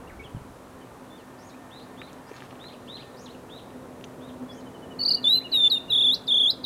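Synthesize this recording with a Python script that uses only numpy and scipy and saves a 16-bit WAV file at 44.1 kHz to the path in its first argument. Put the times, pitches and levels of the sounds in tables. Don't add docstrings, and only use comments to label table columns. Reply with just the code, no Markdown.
import sys
import numpy as np
from scipy import signal
from scipy.fft import rfft, irfft
from scipy.io import wavfile
from scipy.ndimage import uniform_filter1d

SR = 44100
rng = np.random.default_rng(int(sys.argv[2]) if len(sys.argv) > 2 else 0)


def how_loud(loudness_db):
    steps = np.asarray(loudness_db, float) / 20
    return 10 ** steps


def master_out(mix):
    frames = np.transpose(np.atleast_2d(mix))
    ceiling = np.clip(frames, -1, 1)
    pcm = np.round(ceiling * 32767).astype(np.int16)
    wavfile.write(sys.argv[1], SR, pcm)


N = 293265

# time_s, pitch_hz, level_db
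SONG_NOTES = [
    [(4.988, 4100, -41.5), (4.996, 4550, -31), (5.012, 4500, -24), (5.021, 4300, -27), (5.041, 4763, -22.5)],
    [(5.228, 3850, -48), (5.237, 4280, -32)],
    [(5.238, 4080, -49), (5.243, 3470, -22.5), (5.278, 3545, -18), (5.31, 3848, -20.5), (5.358, 4078, -17),
     (5.392, 4030, -24.5)],
]
# start_s, length_s, top_hz, level_db
TRILL_STROKES = [(5.049, .021, 4770, -20), (5.076, 0.021, 4940, -18.5), (5.104, .024, 4830, -18.1),
                 (5.133, .024, 4766, -20), (5.168, 0.0079, 4400, -39.5)]
# length_share, pitch_ratio, level_db
STROKE_SHAPE = [(0, .78, -15), (.13, .88, -4), (.55, .94, -0.9), (.87, .995, -1), (1, 0.96, -6.5)]
# start_s, length_s, rest_hz, level_db, end_change_db
FALLING_NOTES = [
    (5.515, .166, 3505, -20, 2),
    (5.698, .086, 3592, -17.5, -6.5),
]
# start_s, last_low_s, rest_hz, entry_above_rest_hz, whip_top_hz
WARBLED_NOTES = [
    (5.894, 6.099, 3320, 800, 5850),
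    (6.268, 6.461, 3240, 1500, 5080),
    (6.633, 6.83, 3280, 1450, 5080),
]
# time_s, entry_share, level_db
WARBLE_ENTRY = [(0, 1, -29), (.007, .66, -23), (.0105, .27, -7), (.022, .11, -3.5), (.039, .01, -.5)]
# after_last_low_s, above_rest_hz, level_db
WARBLE_BEND = [(.015, 270, -2.5), (.032, 471.5, -4), (.044, 821, 0.8)]
# overtone_hz, re_fundamental_db
SECOND_HARMONIC = [(6500, -33.5), (7000, -38.5), (7400, -34), (8000, -37.5), (9000, -40.5), (11000, -18.5)]
THIRD_HARMONIC = [(9800, -34), (10600, -37), (11300, -26), (12200, -30), (13000, -36.5), (15000, -41.5)]

# t60_s, level_db
NEAR_ECHO = [(.17, -12.5), (.7, -28)]
OVERTONE_ECHO = [(.12, -6)]
STRAY_ECHO = [(.12, -8), (.4, -6.5)]
FAR_ECHO = [(.11, -.6), (.6, -6)]
RUN_ECHO = [(.16, -13.5), (.7, -13)]
TICK_ECHO, RUSTLE_ECHO = [(0.03, -1.7)], [(0.05, 0.63)]

# after_start_s, pitch_hz, level_db
ARCH_PART = [(0, 2650, -11), (.012, 3450, -4), (.035, 3770, 0), (.062, 3990, -1), (.087, 4200, -2)]
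DROP_PART = [(.087, 4200, 0), (.095, 3450, -2), (.104, 2600, -10)]
FLICK_PART = [(.092, 5100, -10), (.108, 3650, -3), (.122, 3900, -2), (.143, 5100, -10)]
HOOK_PART = [(.105, 1950, -8), (.138, 2550, -5), (.146, 3700, 0), (.151, 2950, 0), (.163, 2350, -5)]
LOOP_PART = [(0, 3900, -9), (.006, 4600, -3), (.02, 5050, 0), (.032, 5700, -2), (.052, 6400, -3),
             (.078, 6800, -6)]
PLUNGE_PART = [(.074, 6780, -4), (.09, 6550, -3), (.098, 4300, 0), (.108, 3400, -2)]
# start_s, pace, pitch_ratio
ARCH_CALLS = [(1.704, .94, .985), (1.966, .9, .97), (2.59, 1.01, 1.005), (2.874, 1.01, .995),
              (3.49, 1.04, .965), (4.197, 1.05, .955)]
# arch_db, drop_db, flick_db, hook_db
ARCH_LEVELS = [(-52.5, -55, -53, -80), (-53.5, -73, -55.5, -58), (-50.5, -50, -55, -54.5),
               (-44, -45, -50.5, -52), (-50.5, -51, -63, -76), (-59, -54, -80, -82)]
# start_s, pace
LOOP_CALLS = [(1.372, 1.29), (2.255, 1.2), (3.161, 1.03), (4.5, 1.12)]
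# buzzy_rise_db, clear_plunge_db
LOOP_LEVELS = [(-60, -59), (-63, -61), (-54.5, -58), (-59, -63.5)]
# start_s, length_s, from_hz, to_hz,
# level_db
STRAY_WHISTLES = [(0.072, .015, 2590, 2970, -53), (0.095, 0.018, 2540, 1570, -48),
                  (.113, 0.025, 1520, 1510, -54), (0.194, 0.023, 2210, 2300, -44),
                  (.218, 0.023, 2300, 2850, -55), (0.239, 0.033, 3520, 2870, -49),
                  (0.35, .033, 3250, 2800, -63), (0.811, 0.023, 3160, 2930, -58),
                  (1.102, 0.071, 3470, 3640, -55.5), (1.173, 0.053, 3520, 2510, -60.5),
                  (1.174, 0.044, 4900, 3700, -65), (1.515, .017, 3680, 3850, -58),
                  (1.529, .03, 2200, 2630, -58), (2.86, .025, 3750, 5400, -64),
                  (3.14, .015, 4160, 3500, -57), (3.257, 0.018, 4300, 2990, -46.5),
                  (3.28, 0.013, 2600, 3280, -51), (3.292, .03, 3500, 4540, -54),
                  (3.324, .016, 2500, 4300, -58), (3.345, 0.0089, 3100, 2540, -50.5),
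                  (5.4, 0.039, 1670, 2800, -54), (5.522, 0.025, 3340, 2010, -48),
                  (3.6, 0.022, 4340, 2770, -64), (5.804, 0.025, 3654, 3610, -40)]
# length_share, glide_share, level_db
STRAY_SHAPE = [(0, 0.0087, -4), (.36, 0.42, -1), (1, 0.99, -5)]
PIP_STARTS = [4.491, 4.574, 4.659, 4.74, 4.823, 4.907, 4.993, 5.086, 5.164, 5.255, 5.349, 5.443, 5.534,
              5.644, 5.754, 5.884, 6.003, 6.153]
# time_s, pitch_ratio, level_db
PIP_SHAPE = [(-.006, .99, -22.5), (.003, 1.02, -8.5), (.014, 1.005, -2.5), (.027, .97, -8.5),
             (.04, 0.83, -24.5)]
# time_s, level_db, pitch_hz, fall_width_share
RUN_COURSE = [(4.489, -43, 3400, 0.22), (4.575, -55, 3080, 0.65), (4.83, -49.5, 2980, 0.65),
              (5.05, -42, 2907, .4), (5.5, -33, 2865, 0.83), (6, -42, 2766, 0.97), (6.151, -55, 2830, 1.31)]

# time_s, peak_db, ring_hz, ring_width_hz
TICKS = [(2.017, -26.5, 2300, 1100), (2.02, -34, 1190, 600), (2.131, -37, 6540, 4000),
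         (2.291, -41, 2000, 1500), (2.316, -38, 2200, 1400), (2.341, -38, 2000, 1000),
         (2.365, -43, 4200, 900), (2.405, -34.5, 2940, 1200), (2.4222, -27, 1470, 1800),
         (2.51, -36, 2650, 1500), (2.528, -31.5, 795, 700), (2.555, -41, 2530, 1400),
         (2.642, -31.5, 1810, 1800), (3.705, -40, 2500, 2000), (3.842, -44, 1100, 910),
         (4.011, -41, 2800, 1510), (4.041, -28, 3080, 1310), (4.044, -38, 6240, 900)]
# time_s, peak_db, pitch_hz, t60_s
BUMPS = [(.253, -34, 130, 0.039), (0.347, -22.5, 121, 0.061), (.367, -28.5, 141, 0.072),
         (0.417, -30, 91, 0.031), (2.314, -22.5, 393, 0.018)]
# time_s, level_db
RUSTLE_LEVEL = [(2.26, -71), (2.3, -56), (2.37, -51.5), (2.39, -56.5), (2.42, -52), (2.47, -58.5),
                (2.56, -61.5), (2.66, -76)]
# freq_hz, level_db
RUSTLE_SPECTRUM = [(300, -24), (900, 6.5), (2500, -1.5), (4500, -7.5), (9000, -19.5), (15000, -26.5)]
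# time_s, level_db
GRIP_LEVEL = [(0, -55), (.25, -57), (.4, -48.5), (.6, -59), (.9, -59), (1.2, -95.5)]
# freq_hz, level_db
GRIP_SPECTRUM = [(15, -21.5), (35, -3.0), (70, 5), (130, -5.0), (250, -54)]

# time_s, swell_db
MOTOR_SWELL = [(0, 3), (.12, 0.5), (1.2, 0.5), (2.7, 1.5), (4, 4), (5.2, 4.5), (6.65, 3)]
# centre_s, width_s, swell_db
WHINE_SWELLS = [(1.45, 0.66, 11.5), (2.35, 0.22, 7), (3.04, 0.26, 12), (5.4, 0.88, 8.2)]
# freq_hz, level_db
ROAR_SPECTRUM = [(15, -65), (25, -26.5), (135, -7), (167, -11), (203, -7), (221, -13.5), (237, -7),
                 (251, -8), (319, -9.5), (500, -9), (720, -15), (940, -36), (1580, -120)]
WASH_SPECTRUM = [(420, -31), (720, -3.5), (962, -2.5), (1170, -5.5), (1890, -14), (2060, -15.5),
                 (2600, -20.5), (3380, -40), (5720, -120)]
HISS_SPECTRUM = [(880, -29), (1500, -17.5), (2840, -7.5), (3100, -7.5), (3740, -8), (5070, -12.5),
                 (5640, -11.5), (9780, -12), (15700, -20)]


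def curve(points, hz):
    freq_hz, level_db = np.transpose(points)
    return np.interp(np.log(np.maximum(hz, 1)), np.log(freq_hz), level_db)


def unit(x):
    return x / np.sqrt(np.mean(x ** 2))


def shaped(x, points, low_hz=1):
    hz = np.arange(N // 2 + 1) * SR / N
    return unit(irfft(rfft(x) * how_loud(curve(points, hz)) * (hz > low_hz), N))


def noise(points, low_hz=1):
    return shaped(rng.standard_normal(N), points, low_hz)


def walk(rate_hz):
    size = int(SR / rate_hz)
    smooth = uniform_filter1d(rng.standard_normal(N), size)
    return unit(uniform_filter1d(smooth, size))


def sine(hz):
    return np.sin(2 * np.pi * np.cumsum(hz) / SR)


def add_note(hz, gain, rows, edge_s=0.0024):
    time_s, pitch_hz, level_db = np.transpose(rows)
    i = np.arange(int(time_s[0] * SR), min(int(time_s[-1] * SR), N))
    t = i / SR
    hz[i] = np.interp(t, time_s, pitch_hz)
    fade = np.clip(np.minimum(t - time_s[0], time_s[-1] - t) / edge_s, 0, 1)
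    gain[i] = how_loud(np.interp(t, time_s, level_db)) * fade


def echoes(x, tails, dry_db=0, send=1):
    t = np.arange(SR) / SR
    response = np.zeros(SR)
    for t60_s, level_db in tails:
        response += how_loud(level_db) * unit(rng.standard_normal(SR) * how_loud(-60 * t / t60_s))
    response *= np.minimum(t / 0.0038, 1) / np.sqrt(SR)
    return how_loud(dry_db) * x + signal.fftconvolve(x * send, response)[:N]


def trill_stroke(start_s, length_s, top_hz, level_db):
    return [(start_s + share * length_s, top_hz * ratio, level_db + db) for share, ratio, db in STROKE_SHAPE]


def falling_note(start_s, length_s, rest_hz, level_db, change_db):
    u = np.arange(0, length_s, 1 / SR)
    snap_hz = 650 * np.exp(-u / 0.005)
    settle_hz = 700 * np.exp(-u / (0.29 * length_s))
    attack_db = -23.5 * np.exp(-u / (0.062 * length_s))
    db = level_db + attack_db + change_db * u / length_s
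    return np.transpose([start_s + u, rest_hz + snap_hz + settle_hz, db])


def warbled_note(start_s, last_s, rest_hz, entry_hz, top_hz):
    level_db, sag_hz_per_s = -18.5, 200
    whip_hz_per_s, whip_db_per_khz2 = 195000, -8.5
    close_s, close_db = 0.059, -33
    rows = []
    for s, share, db in WARBLE_ENTRY:
        sag_hz = sag_hz_per_s * (last_s - start_s - s)
        rows.append((start_s + s, rest_hz + share * entry_hz + sag_hz, db))
    rows.append((last_s, rest_hz, 0))
    rows += [(last_s + s, rest_hz + hz, db) for s, hz, db in WARBLE_BEND]
    bend_s, bend_hz, bend_db = rows[-1]
    climb_hz = top_hz - bend_hz
    top_s = bend_s + climb_hz / whip_hz_per_s
    rows.append((top_s, top_hz, bend_db + whip_db_per_khz2 * (climb_hz / 1000) ** 2))
    rows.append((max(last_s + close_s, top_s + 0.001), top_hz, close_db))
    return np.array(rows) + [0, 0, level_db]


def warble(hz, gain):
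    period_s, pull_share = 0.0293, 0.58
    swing_hz, last_swing_hz = 356, 241
    snap_dip_db, snap_dip_s = -4.5, 0.0025
    t, pull = np.arange(N) / SR, np.zeros(N)
    swing_scatter, beat_scatter = 1 + 0.1 * walk(35), 0.02 * walk(25)
    for start_s, last_s, *_ in WARBLED_NOTES:
        on = (t > start_s) & (t < last_s)
        cycles = (t - last_s) / period_s
        cycles = cycles + beat_scatter * np.clip(-cycles, 0, 1)
        shape = on * np.interp(cycles % 1, [0, pull_share, 1], [0, 1, 0])
        hz = hz + np.interp(cycles, [-2, -1], [swing_hz, last_swing_hz]) * swing_scatter * shape
        pull += shape
        from_snap_s = (cycles % 1 - (1 + pull_share) / 2) * period_s
        gain = gain * how_loud(on * snap_dip_db * np.exp(-(from_snap_s / snap_dip_s) ** 2))
    return hz, gain, pull


def flycatcher():
    wobble_db, wobble_hz = 1.3, 16
    notch_hz, notch_width_hz, notch_db = 3640, 35, -3
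    scatter_db_per_khz = 3
    notes = SONG_NOTES + [trill_stroke(*row) for row in TRILL_STROKES]
    notes += [falling_note(*row) for row in FALLING_NOTES]
    notes += [warbled_note(*row) for row in WARBLED_NOTES]
    hz, gain = np.zeros((2, N))
    for rows in notes:
        add_note(hz, gain, rows)
    t = np.arange(N) / SR
    hz = np.interp(t, t[hz > 0], hz[hz > 0])
    hz, gain, pull = warble(hz, gain)
    hz = uniform_filter1d(hz, size=66)
    dip_db = notch_db * np.exp(-((hz - notch_hz) / notch_width_hz) ** 2)
    gain = np.sqrt(2) * gain * how_loud(wobble_db * walk(230) + dip_db)
    hz = hz + wobble_hz * walk(300)
    phase = 2 * np.pi * np.cumsum(hz) / SR
    second_db = curve(SECOND_HARMONIC, 2 * hz) - 9.4 * pull + 2.6 * walk(120)
    third_db = curve(THIRD_HARMONIC, 3 * hz) + 1.5 * walk(120)
    overtones = how_loud(second_db) * np.sin(2 * phase) + how_loud(third_db) * np.sin(3 * phase)
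    overtones += how_loud(-54.5) * np.sin(4 * phase) * (4 * hz < SR / 2.5)
    send = how_loud(scatter_db_per_khz * (hz - 3600) / 1000)
    fundamental = echoes(gain * np.sin(phase), NEAR_ECHO, send=send)
    return fundamental + echoes(gain * overtones, OVERTONE_ECHO)


def whistle(notes, rough_hz):
    out, tremble_hz = np.zeros(N), rough_hz * walk(600)
    for rows in notes:
        hz, gain = np.zeros((2, N))
        add_note(hz, gain, rows, edge_s=0.0021)
        i = np.flatnonzero(hz)
        out[i] += np.sqrt(2) * gain[i] * sine(hz[i] + tremble_hz[i])
    return out


def call_part(part, start_s, pace, ratio, level_db):
    return [(start_s + pace * s, ratio * hz, level_db + db) for s, hz, db in part]


def far_callers():
    clear, flicks, loops, low = [], [], [], []
    for call, (arch_db, drop_db, flick_db, hook_db) in zip(ARCH_CALLS, ARCH_LEVELS):
        clear.append(call_part(ARCH_PART, *call, arch_db))
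        clear.append(call_part(DROP_PART, *call, drop_db))
        flicks.append(call_part(FLICK_PART, *call, flick_db))
        low.append(call_part(HOOK_PART, *call, hook_db))
    for (start_s, pace), (rise_db, plunge_db) in zip(LOOP_CALLS, LOOP_LEVELS):
        loops.append(call_part(LOOP_PART, start_s, pace, 1, rise_db))
        clear.append(call_part(PLUNGE_PART, start_s, pace, 1, plunge_db))
    for start_s, length_s, from_hz, to_hz, level_db in STRAY_WHISTLES:
        low.append([(start_s + share * length_s, from_hz + way * (to_hz - from_hz), level_db + db)
                    for share, way, db in STRAY_SHAPE])
    out = echoes(whistle(clear, rough_hz=16), FAR_ECHO)
    out += echoes(whistle(loops, rough_hz=230), FAR_ECHO, dry_db=-3)
    out += echoes(whistle(flicks, rough_hz=70), FAR_ECHO, dry_db=-3)
    return out + echoes(whistle(low, rough_hz=30), STRAY_ECHO)


def pip_run():
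    time_s, *columns = np.transpose(RUN_COURSE)
    levels_db, pitches_hz, widths = (np.interp(PIP_STARTS, time_s, column) for column in columns)
    pips = []
    for start_s, level_db, pitch_hz, width in zip(PIP_STARTS, levels_db, pitches_hz, widths):
        pips.append([(start_s + s, pitch_hz * ratio ** width, level_db + db) for s, ratio, db in PIP_SHAPE])
    return echoes(whistle(pips, rough_hz=5.3), RUN_ECHO)


def camera_knocks():
    out, t = np.zeros(N + SR), np.arange(SR // 8) / SR
    for time_s, peak_db, ring_hz, width_hz in TICKS:
        fade = np.pi * width_hz * t
        ring = np.e * fade * np.exp(-fade) * np.sin(2 * np.pi * ring_hz * t)
        out[int(time_s * SR):][:len(t)] += how_loud(peak_db) * ring
    for time_s, peak_db, pitch_hz, t60_s in BUMPS:
        envelope = how_loud(peak_db - 60 * t / t60_s) * np.minimum(t / 0.0016, 1)
        out[int(time_s * SR):][:len(t)] += envelope * np.sin(2 * np.pi * pitch_hz * t)
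    return echoes(out[:N], TICK_ECHO)


def finger_rustle():
    grains_per_s = 800
    hits = rng.random(N) < grains_per_s / SR
    grains = hits * how_loud(2.2 * rng.exponential(size=N)) * rng.standard_normal(N)
    level_db = np.interp(np.arange(N) / SR, *np.transpose(RUSTLE_LEVEL), left=-140, right=-140)
    return echoes(shaped(grains, RUSTLE_SPECTRUM) * how_loud(level_db), RUSTLE_ECHO)


def grip_rumble():
    level_db = np.interp(np.arange(N) / SR, *np.transpose(GRIP_LEVEL))
    return how_loud(level_db + 3.5 * walk(26)) * noise(GRIP_SPECTRUM)


def motor():
    t = np.arange(N) / SR
    swell_db = np.interp(t, *np.transpose(MOTOR_SWELL))
    hum_db = -51.5 + 1.29 * swell_db - 9 * np.clip(1 - t / 0.67, 0, 1)
    hum = how_loud(hum_db + 0.62 * walk(9.2) + 3.9 * walk(19)) * sine(255.3 + 2.763 * walk(3.15))
    whine_db = -72 + 3.0 * walk(24)
    for centre_s, width_s, db in WHINE_SWELLS:
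        whine_db += db * np.exp(-((t - centre_s) / width_s) ** 2)
    return hum + how_loud(whine_db) * sine(1810 + 7 * walk(8))


def valley():
    swell_db = np.interp(np.arange(N) / SR, *np.transpose(MOTOR_SWELL))
    roar = how_loud(-48.5 + swell_db + 0.27 * walk(4.3)) * noise(ROAR_SPECTRUM)
    return roar + how_loud(-51.5 + 0.5 * walk(5.6)) * noise(WASH_SPECTRUM)


def hiss():
    return how_loud(-61) * noise(HISS_SPECTRUM, low_hz=2300)


def scene():
    birds = flycatcher() + far_callers() + pip_run()
    handling = camera_knocks() + finger_rustle() + grip_rumble()
    return (birds + handling + motor() + valley() + hiss())[None]


def low_pass(x):
    return signal.sosfilt(signal.butter(12, 15810, fs=SR, output="sos"), x)


def record(dry):
    return low_pass(dry)


dry = scene()
out = record(dry)
master_out(out)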